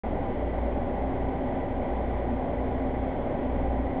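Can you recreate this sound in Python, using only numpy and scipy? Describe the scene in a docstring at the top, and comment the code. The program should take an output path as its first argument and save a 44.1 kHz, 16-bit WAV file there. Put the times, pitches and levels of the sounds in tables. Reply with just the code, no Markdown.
"""A window air conditioner runs in a small quiet room, near a dull little microphone.
From the start its blower pushes air through the resonant cabinet and sounds multiples of its shaft rate,
the motors hum on mains harmonics and whine faintly, and the deep compressor drone swells and sinks
unevenly. At about 1 s the blade tone grows louder; it sags, then rises again by 2.5 s and holds."""
import sys
import numpy as np
from scipy import signal
from scipy.fft import rfft, irfft
from scipy.io import wavfile

SR = 44100
rng = np.random.default_rng(int(sys.argv[2]) if len(sys.argv) > 2 else 0)


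def digitize_waveform(pressure):
    """Quantize a signal to 16-bit integers and store it at the path in sys.argv[1].

    Rows of a 2-D input are taken as channels; values are limited to [-1, 1].
    """
    field = np.atleast_2d(pressure).T
    bounded = np.clip(field, -1, 1)
    quanta = np.round(bounded * 32767).astype(np.int16)
    wavfile.write(sys.argv[1], SR, quanta)


N = 176400


def amp(db):
    """Decibels to gain."""
    return 10 ** (np.asarray(db) / 20)


def drift(rate_hz):
    """Smooth random curve, unit spread, about rate_hz changes a second."""
    hz = np.fft.rfftfreq(N, 1 / SR)
    curve = irfft(rfft(rng.standard_normal(N)) * (hz > 0) / (1 + (2 * hz / rate_hz) ** 4), N)
    return curve / curve.std()


def rotation(hz, wander):
    """Angle in radians of a rotation whose speed drifts by the fraction wander."""
    return 2 * np.pi * np.cumsum(hz * (1 + wander * drift(2))) / SR


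def harmonics(angle, orders, levels_db, waver_db):
    """Sines on multiples of one rotation, each wavering in level."""
    return sum(amp(db + waver_db * drift(6.4)) * np.sin(order * angle + rng.uniform(0, 2 * np.pi))
               for order, db in zip(orders, levels_db))


# freq_hz, density_db (per Hz, before the cabinet)
AIR_SPECTRUM = [(10, -63.5), (24, -59.5), (36, -59.5), (70, -59.5), (105, -63.5), (150, -66), (190, -63.5),
                (240, -59), (330, -62.5), (450, -63), (700, -62.5), (830, -63), (900, -71.5), (1080, -77),
                (1280, -83), (1700, -83.5), (2170, -81.5), (2700, -93.5), (3400, -93.5), (3950, -107.5),
                (4600, -112.5), (5000, -126)]
# centre_hz, width_hz, lift_db
CABINET_RESONANCES = [(56.5, 5, 3.5), (116.6, 3.3, 10), (205, 12, 2.5), (240, 12, 4.5), (275, 43, 4.5),
                      (381, 26, 3.5), (497, 34, 2.5), (578, 64, 6.5), (784.4, 36, 5), (921, 18, 4.5),
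                      (989, 50, 7.5), (1092, 17, 4), (1193, 28, 5), (1510, 150, 3.5), (1968, 105, 6.5),
                      (3090, 170, 2.5)]


def airflow():
    """Turbulent air rings the cabinet and grille; the flow surges slowly and flutters quickly."""
    hz = np.maximum(np.fft.rfftfreq(N, 1 / SR), 1)
    freq_hz, density_db = np.array(AIR_SPECTRUM).T
    spectrum_db = np.interp(np.log(hz), np.log(freq_hz), density_db)
    for centre_hz, width_hz, lift_db in CABINET_RESONANCES:
        spectrum_db += lift_db / (1 + (2 * (hz - centre_hz) / width_hz) ** 2)
    rush = irfft(rfft(rng.standard_normal(N)) * amp(spectrum_db), N) * np.sqrt(SR / 2)
    surge_db = 0.13 * drift(rate_hz=5.9)
    flutter_db = 0.4 * drift(rate_hz=69)  # eddies behind the blades
    return rush * amp(surge_db + flutter_db)


# shaft_multiple
WHEEL_ORDERS = [1, 5, 9, 10]
# peak_db, one per order
WHEEL_LEVELS_DB = [-36, -41, -47.5, -48.5]
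# time_s, peak_db
BLADE_ENVELOPE = [(0, -43.5), (0.85, -43), (1.05, -34.5), (2.15, -39), (2.5, -35.5), (4, -34.5)]


def blower(t):
    """The unbalanced wheel sounds multiples of the shaft rate; its passing blades add one more tone."""
    shaft_hz, blade_count = 17.527, 15
    angle = rotation(shaft_hz, wander=0.0005)
    time_s, peak_db = np.array(BLADE_ENVELOPE).T
    blade_db = np.interp(t, time_s, peak_db)
    blades = harmonics(angle, [blade_count], [blade_db], waver_db=0.6)
    wheel = harmonics(angle, WHEEL_ORDERS, WHEEL_LEVELS_DB, waver_db=1.3)
    return wheel + blades


# mains_multiple
HUM_ORDERS = [2, 3, 4, 6]
# peak_db, one per order
HUM_LEVELS_DB = [-44.5, -54.5, -49, -46]


def motor_hum(t):
    """The windings buzz on harmonics of the mains."""
    mains_hz = 59.97
    return harmonics(2 * np.pi * mains_hz * t, HUM_ORDERS, HUM_LEVELS_DB, waver_db=1.6)


# pitch_hz, peak_db
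WHINE_TONES = [(1509, -71), (1811.6, -72.5), (1916.3, -71), (1978.5, -68.5), (1989, -69.5), (2090, -70.5),
               (3046, -82)]


def motor_whine():
    """Faint high motor tones, nearly steady in pitch."""
    return sum(amp(peak_db) * np.sin(rotation(pitch_hz, wander=0.0002))
               for pitch_hz, peak_db in WHINE_TONES)


# time_s, rms_db (before trim)
DRONE_ENVELOPE = [(0.05, -36), (0.14, -31.5), (0.27, -42), (0.44, -29.5), (0.52, -31), (0.67, -27.5),
                  (0.86, -45), (1.04, -28), (1.13, -35.5), (1.35, -30.5), (1.42, -48), (1.49, -38),
                  (1.62, -32), (1.71, -55.5), (1.78, -32), (1.85, -47), (1.92, -28.5), (2.31, -30.5),
                  (2.48, -51), (2.61, -30), (3.29, -37), (3.34, -55.5), (3.42, -49), (3.47, -31),
                  (3.82, -26), (3.94, -48), (3.99, -40)]


def compressor(t):
    """A deep drone just under the mains frequency, throbbing unevenly."""
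    pitch_hz, trim_db = 59.3, -2.5
    time_s, rms_db = np.array(DRONE_ENVELOPE).T
    envelope = np.sqrt(2) * np.interp(t, time_s, amp(rms_db + trim_db))
    return envelope * np.sin(rotation(pitch_hz, wander=0.0073))


def scene():
    """Air, blower, motors and compressor, summed to mono."""
    t = np.arange(N) / SR
    return (airflow() + blower(t) + motor_hum(t) + motor_whine() + compressor(t))[None]


def record(dry):
    """The microphone opens after an instant and passes no high treble."""
    start_s, fade_s, cutoff_hz = 0.0345, 0.001, 5000
    fade_in = np.clip((np.arange(N) / SR - start_s) / fade_s, 0, 1)
    lowpass = signal.ellip(8, 0.2, 70, cutoff_hz, fs=SR, output="sos")
    return signal.sosfilt(lowpass, dry * fade_in)


dry = scene()
out = record(dry)
digitize_waveform(out)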